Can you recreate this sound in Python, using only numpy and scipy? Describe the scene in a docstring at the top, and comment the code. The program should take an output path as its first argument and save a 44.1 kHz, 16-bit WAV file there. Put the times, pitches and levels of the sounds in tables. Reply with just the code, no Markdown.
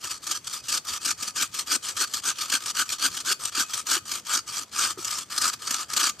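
"""Outdoors, a bow saw cuts a stick held down on a stump, an arm's length from a pair of microphones.
Light pulls alternate with heavy pushes. Teeth tear crackling fibres out of shaped noise, some biting deep;
the same force makes the stick honk, the stump resonate and the steel blade ring faintly through the turns.
The stick also knocks on the stump and the blade squeaks, as short decaying or swelling notes.
Behind it lie a thin scattered tail and still air, made of noise."""
import sys
import numpy as np
from scipy import signal
from scipy.fft import rfft, irfft, next_fast_len
from scipy.io import wavfile
from scipy.ndimage import uniform_filter1d, map_coordinates

SR = 44100
rng = np.random.default_rng(int(sys.argv[2]) if len(sys.argv) > 2 else 0)


def bounce(signal):
    """Save signal as a 16-bit WAV file at the path given by the first command-line argument."""
    frames = np.transpose(np.atleast_2d(signal))
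    limited = np.clip(frames, -1, 1)
    pcm = np.round(limited * 32767).astype(np.int16)
    wavfile.write(sys.argv[1], SR, pcm)


N = 273420

# Resonances of the loose stick. Each row: centre in Hz, width in Hz, relative level in dB.
STICK_LOOSE = [(1241, 98, 21), (1330, 660, -31)]
# Resonances of the stick against the stump. Each row: centre in Hz, width in Hz, relative level in dB.
STUMP_MODES = [(257, 64, 2), (345, 87, 1.5), (516, 68, -2), (877, 130, -3)]
TOP_HZ = 14230  # upper limit of the rasp and of the microphone signal


def amp(db):
    """Decibels to gain."""
    return 10 ** (np.asarray(db) / 20)


def unit(x):
    """x at rms 1."""
    return x / np.sqrt(np.mean(np.abs(x) ** 2) + 1e-20)


def along(points, hz):
    """Rows of (Hz, value) read on a log frequency axis."""
    f, v = np.transpose(points)
    return np.interp(np.log(hz + 1), np.log(f + 1), v)


def filtered(x, response):
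    """x times a complex response of frequency."""
    m = next_fast_len(N + SR // 2)
    spectrum = rfft(x, m) * response(np.fft.rfftfreq(m, 1 / SR))
    return irfft(spectrum, m)[..., :N]


def resonate(x, modes):
    """x through resonances of alternating sign, keeping the power of white noise."""
    def response(f):
        total = 0
        for k, (centre, width, db) in enumerate(modes):
            damping = 1j * f * width
            total = total + (-1) ** k * amp(db) * damping / (centre * centre - f * f + damping)
        return unit(total)
    return filtered(x, response)


def wobble(rate):
    """A smooth random curve, rate knots a second."""
    knots = rng.standard_normal(int(N * rate / SR) + 4)
    return map_coordinates(knots, [np.arange(N) * rate / SR])


def noise_pair(patchy_db):
    """White noise as two microphones hear it, partly alike, with drifting patches of colour; rms 1."""
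    # Likeness of the two microphones. Each row: frequency in Hz, likeness 0-1.
    likeness = [(100, 0.92), (280, 0.97), (550, 0.86), (1200, 1), (2000, 0.97), (3300, 0.88), (5500, 0.95),
                (9000, 0.6), (14000, 0.2)]
    z = signal.stft(rng.standard_normal((2, N)), nperseg=512)[2]
    field = uniform_filter1d(rng.standard_normal(z.shape[1:]), size=5, axis=0)
    field = uniform_filter1d(field, size=7, axis=1)
    pair = signal.istft(z * amp(patchy_db * unit(field)), nperseg=512)[1][:, :N]

    def mid_and_side(hz):
        angle = np.arccos(np.clip(along(likeness, hz), 0, 1)) / 2
        return np.array([np.cos(angle), np.sin(angle)])
    mid, side = filtered(pair, mid_and_side)
    return unit(np.array([mid + side, mid - side]))


def saw():
    """One cutting force drives the rasp, the stick and the stump; the rasp in turn rings the blade."""
    # Colour of tearing wood. 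Each row: frequency in Hz, relative density in dB per Hz.
    wood = [(150, -28), (700, -30.5), (1100, -13), (1750, -5.5), (2000, -13.5), (2400, -4.5), (2680, -7),
            (3150, -0.5), (3900, -6), (4550, 2), (5450, -2.5), (5900, 0), (8400, -2), (10200, -14),
            (11700, -10.5), (14300, -19)]
    # Resonances of the pressed stick. Each row: centre in Hz, width in Hz, relative level in dB.
    stick_pressed = [(1222, 136, -5.5), (1485, 165, 0.1), (1586, 118, 0)]
    speed, pressure, rasp_level, stick_level = motion()
    deep, free = bites()
    grip = free * teeth(speed, slow_rate=70, added_rate=90, scatter_db=5.0, tear_s=0.005, rub=0.9)
    cutting = np.hypot(rasp_level * grip, amp(-13) * deep)
    fibres = cutting * crackle(grain_db=1.13, patchy_db=2.5)
    rasp = filtered(fibres, lambda hz: unit(amp(along(wood, hz)) * (hz < TOP_HZ)))
    stick_force = np.hypot(stick_level * grip, amp(-26.5) * deep)
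    shaking = stick_force * crackle(grain_db=1.14, patchy_db=0.8)
    # pressure stiffens the stick's seat: its sound moves from the loose to the pressed resonances
    loose = resonate(shaking * np.sqrt(1 - pressure ** 2), STICK_LOOSE)
    pressed = resonate(shaking * pressure, stick_pressed)
    stump = amp(-24.5 + 1.3 * pressure) * resonate(cutting * noise_pair(patchy_db=1.9), STUMP_MODES)
    return rasp + amp(-2.2) * loose + amp(-1.9) * pressed + stump + blade(rasp)


def motion(judder_db=1.26, skip_s=0.011, turn_db=-55, turn_stick_db=-66):
    """Blade speed, pressure on the stick 0-1, levels of rasp and stick; a faint scrape stays in the turns."""
    # Light strokes, the saw drawn back. Each row: start in seconds, end in seconds,
    # moment of top speed as a fraction of the stroke, rasp at top speed in dB, stick against rasp in dB.
    pulls = [(0.001, 0.177, 0.39, -35, -7), (0.435, 0.604, 0.6, -36.5, -6.5),
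             (0.841, 0.98, 0.56, -30, -5.5), (1.168, 1.309, 0.62, -34.5, -7),
             (1.512, 1.633, 0.52, -35, -8.5), (1.818, 1.934, 0.48, -32, -7),
             (2.064, 2.201, 0.86, -33.5, -8.5), (2.344, 2.468, 0.66, -33.0, -6.5),
             (2.598, 2.719, 0.73, -31.5, -6.0), (2.848, 2.967, 0.73, -33.5, -7),
             (3.093, 3.225, 0.72, -33.0, -9.5), (3.386, 3.496, 0.69, -30.5, -6.5),
             (3.659, 3.821, 0.74, -32.5, -7), (4.05, 4.201, 0.66, -30.5, -8.5),
             (4.461, 4.638, 0.54, -33.5, -6), (4.973, 5.235, 0.69, -31.5, -5.5),
             (5.59, 5.842, 0.7, -33, -3), (6.184, 6.43, 0.65, -33.5, -10)]
    # Heavy strokes, the saw driven forward. Each row: start in seconds, end in seconds,
    # moment of top speed as a fraction of the stroke, rasp at top speed in dB, stick against rasp in dB.
    pushes = [(0.216, 0.378, 0.77, -26.5, -7.5), (0.628, 0.792, 0.74, -28.5, -10),
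              (0.998, 1.127, 0.73, -24.5, -8.5), (1.34, 1.468, 0.54, -27.0, -6.5),
              (1.658, 1.773, 0.59, -25.5, -7), (1.941, 2.053, 0.76, -22.0, -7),
              (2.216, 2.33, 0.62, -24.5, -5.5), (2.473, 2.584, 0.66, -24.0, -5.5),
              (2.732, 2.838, 0.68, -23.0, -5), (2.979, 3.086, 0.66, -23, -7),
              (3.233, 3.344, 0.53, -25.5, -4), (3.511, 3.642, 0.67, -23, -7),
              (3.851, 3.981, 0.64, -21.5, -6.0), (4.246, 4.395, 0.71, -21, -5.0),
              (4.712, 4.926, 0.53, -27, -6.0), (5.294, 5.543, 0.69, -24.5, -5),
              (5.881, 6.106, 0.72, -24.5, -6)]
    # The teeth lose their hold for an instant. Each row: moment in seconds, drop in dB.
    skips = [(0.023, 9), (0.091, 4), (0.344, 14), (0.861, 7), (0.913, 3.5), (1.398, 2.5), (3.54, 5.5),
             (3.682, 9), (4.372, 15), (5.401, 6.5), (5.515, 14), (5.611, 9)]
    t = np.arange(N) / SR
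    pull_speed, _, pull_rasp, pull_stick = strokes(
        pulls, swell_db=6.5, steepen=1.0, attack_s=.013, release_s=0.0055)
    push_speed, effort, push_rasp, push_stick = strokes(
        pushes, swell_db=11.5, steepen=0.59, attack_s=0.019, release_s=0.0074)
    drops = sum(db * np.exp(-((t - s) / skip_s) ** 2) for s, db in skips)
    hold = amp(judder_db * wobble(55) - drops)
    rasp = np.hypot(hold * (pull_rasp + push_rasp), amp(turn_db))
    stick = np.hypot(hold * (pull_stick + push_stick), amp(turn_stick_db))
    return pull_speed + push_speed, np.clip(effort, 0, 1), rasp, stick


def strokes(rows, swell_db, steepen, attack_s, release_s, brisk_s=.15, bear_down=0.96):
    """Teeth catch, grow louder with blade speed and let go; shorter strokes press harder, swell more steeply."""
    t = np.arange(N) / SR
    speed, effort, rasp, stick = np.zeros((4, N))
    for start, end, crest, rasp_db, stick_db in rows:
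        briskness = brisk_s / (end - start)
        progress = np.clip((t - start) / (end - start), 0, 1)
        warp = np.log(.5) / np.log(np.clip(crest, .1, .9))  # puts the top speed at crest
        swing = np.sin(np.pi * progress ** warp)
        contact = np.clip((t - start) / attack_s, 0, 1) * np.exp(-np.maximum(t - end, 0) / release_s)
        level = contact * amp(rasp_db + swell_db * briskness ** steepen * (swing - 1))
        speed += swing
        effort += bear_down * np.sqrt(np.abs(swing) * briskness)
        rasp += level
        stick += level * amp(stick_db)
    return speed, effort, rasp, stick


def teeth(speed, slow_rate, added_rate, scatter_db, tear_s, rub):
    """Teeth enter the cut faster in mid-stroke, each with its own strength, over steady rubbing; rms 1."""
    rate = (slow_rate + added_rate * speed) * amp(2.2 * wobble(60))  # teeth a second
    passed = np.cumsum(rate) / SR
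    times = np.flatnonzero(np.diff(np.floor(passed))) / SR
    force = np.full(N, rub, float)
    for s, (strength, length) in zip(times, rng.standard_normal((len(times), 2))):
        where, shape = tear(s, tear_s * amp(2.76 * length), rise=tear_s / 2, fall=tear_s / 3)
        force[where] += amp(scatter_db * np.tanh(strength)) * shape
    return unit(force)


def bites(stall=0.19, stall_s=0.0055, edge_s=0.0021):
    """Teeth dig in and rip out chips: their force, and the free run 0-1 that dips as each stalls the blade."""
    # Teeth that bite deep. Each row: start in seconds, relative force in dB, length in seconds.
    deep_bites = [(0.108, -17, 0.01), (0.266, -14.5, 0.012), (0.309, -11, 0.012), (0.469, -15, 0.01),
                  (0.529, -16.5, 0.016), (0.682, -14.5, 0.022), (0.719, -10.0, 0.0095),
                  (0.771, -12.5, 0.011), (1.047, -11.5, 0.018), (1.104, -10.5, 0.011),
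                  (1.224, -13.5, 0.011), (1.273, -16.5, 0.013), (1.358, -14.5, 0.023), (1.408, -7.5, 0.006),
                  (1.422, -7, 0.0064), (1.54, -16.5, 0.013), (1.588, -10.5, 0.0093), (1.745, -10.5, 0.018),
                  (1.885, -13, 0.0063), (1.965, -15.5, 0.015), (2.135, -11, 0.012), (2.148, -16.5, 0.0091),
                  (2.384, -15, 0.0056), (2.408, -16.5, 0.015), (2.497, -12.5, 0.0075),
                  (2.535, -6.5, 0.0078), (2.657, -13.5, 0.0083), (2.766, -10.5, 0.0077),
                  (2.89, -10, 0.0036), (2.9, -13, 0.0056), (2.921, -12, 0.012), (3.167, -15.5, 0.012),
                  (3.313, -9.5, 0.017), (3.451, -6.5, 0.0061), (3.549, -16, 0.007), (3.733, -13, 0.013),
                  (4.114, -12, 0.011), (4.338, -12, 0.006), (4.369, -9.0, 0.008), (4.589, -17, 0.0074),
                  (4.836, -6, 0.0054), (5.045, -14, 0.008), (5.074, -14, 0.0074), (5.105, -12, 0.01),
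                  (5.377, -6, 0.0085), (5.414, -8, 0.0094), (5.441, -8, 0.0041), (5.669, -15, 0.012),
                  (5.706, -8.5, 0.0079), (5.74, -7, 0.006), (5.932, -11, 0.009), (5.963, -6.5, 0.0086),
                  (5.973, -4.5, 0.0068), (5.993, -11, 0.019), (6.088, -14, 0.012)]
    force, free, t = np.zeros(N), np.ones(N), np.arange(N) / SR
    for s, db, length in deep_bites:
        where, shape = tear(s, max(length, .002), rise=edge_s, fall=edge_s)
        force[where] += amp(db) * shape
        near = slice(max(where.start - SR // 32, 0), where.stop)
        # the dip is deepest just before the bite
        free[near] *= 1 - min(stall, 1) * np.exp(-((t[near] - s) / stall_s + .5) ** 2)
    return force, free


def tear(s, length, rise, fall):
    """Force of one tooth: it catches at s, strains the fibres toward a limit for length, and lets go."""
    age = np.arange(SR // 16) / SR
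    shape = (1 - np.exp(-age / rise)) * np.exp(-np.maximum(age - length, 0) / fall)
    start = int(np.clip(s * SR, 0, N - 1))
    return slice(start, start + len(age)), shape[:N - start]


def crackle(grain_db, patchy_db, snap_rate=260, snap_size=0.74, snap_s=0.00043):
    """Fibres part in dense clumps of uneven size; here and there a thick one snaps with a sharp tick."""
    snaps = (rng.random(N) < snap_rate / SR) * rng.uniform(0.46, 1, N) * snap_size
    ticks = signal.lfilter([1], [1, -np.exp(-1 / (snap_s * SR))], snaps)
    return unit(noise_pair(patchy_db) * (amp(grain_db * wobble(1800)) + ticks))


def blade(rasp):
    """The taut steel, driven by the rasp, keeps ringing faintly in decaying sine modes."""
    # Ringing of the blade. Each row: pitch in Hz, relative level in dB, time to fall 60 dB in seconds.
    blade_modes = [(1200, -4, .22), (2510, -7, .22), (3220, -8, .1), (4520, 0, .1), (4780, -5, .1),
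                   (5930, -5, .1), (6225, -2, .13), (6640, -4, .13), (7170, -2, .13), (11580, -6, .05),
                   (12480, -8, .05)]
    t = np.arange(SR // 2) / SR
    phases = rng.uniform(0, 2 * np.pi, (len(blade_modes), 2, 1))
    ring = np.zeros((2, len(t)))
    for (hz, db, t60), phase in zip(blade_modes, phases):
        ring += amp(db - 60 * t / t60) * np.sin(2 * np.pi * hz * t + phase)
    return amp(-19) * signal.fftconvolve(rasp, ring / np.linalg.norm(ring[0]), axes=1)[:, :N]


def knocks(t60=0.037, rise=0.0024, sag=0.1, rattle=0.37):
    """The stick rocks against the stump with a short, rough, hollow note that sags in pitch."""
    # Each row: start in seconds, relative level in dB, pitch midway through the sag in Hz.
    rocks = [(0.299, -39, 314), (1.086, -40, 290), (1.226, -38.5, 228), (1.275, -38, 218),
             (1.417, -38.5, 302.4), (2.007, -33, 400), (2.539, -30.5, 265), (3.284, -45, 309.6),
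             (3.311, -29.5, 365), (3.579, -26, 285), (3.604, -30, 237), (3.966, -26, 338.5),
             (4.974, -29.5, 386), (4.987, -27.5, 356), (5.707, -35, 242.6), (6.026, -36, 324.3)]
    out, t = np.zeros(N + SR), np.arange(SR // 8) / SR
    chatter = unit(resonate(rng.standard_normal(N), STUMP_MODES + STICK_LOOSE))
    for s, db, hz in rocks:
        start = round(s * SR)
        pitch = hz * (1 + sag * (.5 - np.minimum(t / 0.02, 1)))  # sags for 20 ms
        phase = 2 * np.pi * np.cumsum(pitch) / SR
        note = np.sin(phase) + rattle * chatter[start:][:len(t)]
        out[start:][:len(t)] += amp(db + 2.5 - 60 * t / t60) * (1 - np.exp(-t / rise)) * note
    return out[:N]


def squeaks(swell_s=0.015):
    """The blade rubs the side of the cut as it turns round and sings one brief, swelling sine note."""
    # Each row: start in seconds, peak level in dB, pitch in Hz.
    songs = [(.405, -57, 6250), (.59, -54, 2530), (.98, -52, 2537), (3.64, -46, 2540), (4.006, -52, 1248),
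             (6.079, -35, 1196)]
    out, t = np.zeros(N + SR), np.arange(SR // 8) / SR
    swell = (t / swell_s * np.exp(1 - t / swell_s)) ** 2
    for s, db, hz in songs:
        out[round(s * SR):][:len(t)] += amp(db) * swell * np.sin(2 * np.pi * hz * t)
    return out[:N]


def garden(x, t60=0.33):
    """Ground and foliage scatter a thin, short tail: x convolved with decaying noise."""
    t = np.arange(SR // 3) / SR
    tail = rng.standard_normal((2, len(t))) * amp(-60 * t / t60) * (1 - np.exp(-t / 0.001))
    return signal.fftconvolve(x, tail / np.linalg.norm(tail[0]), axes=1)[:, :N]


def still_air():
    """Still garden air: steady noise, strongest in the bass, at rms 1."""
    # Each row: frequency in Hz, relative density in dB per Hz.
    air_colour = [(25, -34), (45, -17), (65, -2), (115, 0.5), (170, -3), (250, -5), (600, -10), (2000, -15),
                  (8000, -35), (14000, -80)]
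    return unit(filtered(noise_pair(patchy_db=2.8), lambda hz: amp(along(air_colour, hz))))


def scene():
    """The saw and the stick in quiet open air."""
    work = saw() + knocks() + squeaks()
    air = still_air()
    return work + amp(-21.0) * garden(work) + amp(-56.5) * air


def record(dry, ceiling=0.46):
    """Two microphones differ most in the treble; the tallest peaks are rounded off and the band limited."""
    # Shading of the right microphone. Each row: frequency in Hz, left minus right in dB.
    shading = [(100, 0.5), (1300, 1), (4000, -0.5), (5400, 0.5), (5900, -8), (6900, 3.5), (7600, 7.5),
               (8500, 16), (11500, 8), (12500, 30), (13500, 23)]
    # Phase by which the left microphone leads. Each row: frequency in Hz, lead in radians.
    left_lead = [(4000, 0.2161), (6000, -0.63), (7400, 0.96), (8900, 0.1), (11500, -2.5), (13100, 8)]

    def microphones(hz):
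        ratio = amp(along(shading, hz))
        return np.array([2 * ratio, 2 * np.exp(-1j * along(left_lead, hz))]) / (1 + ratio)
    heard = filtered(dry, microphones)
    rounded = heard / (1 + (heard / ceiling) ** 4) ** (1 / 4)
    return filtered(rounded, lambda hz: hz < TOP_HZ)


dry = scene()
out = record(dry)
bounce(out)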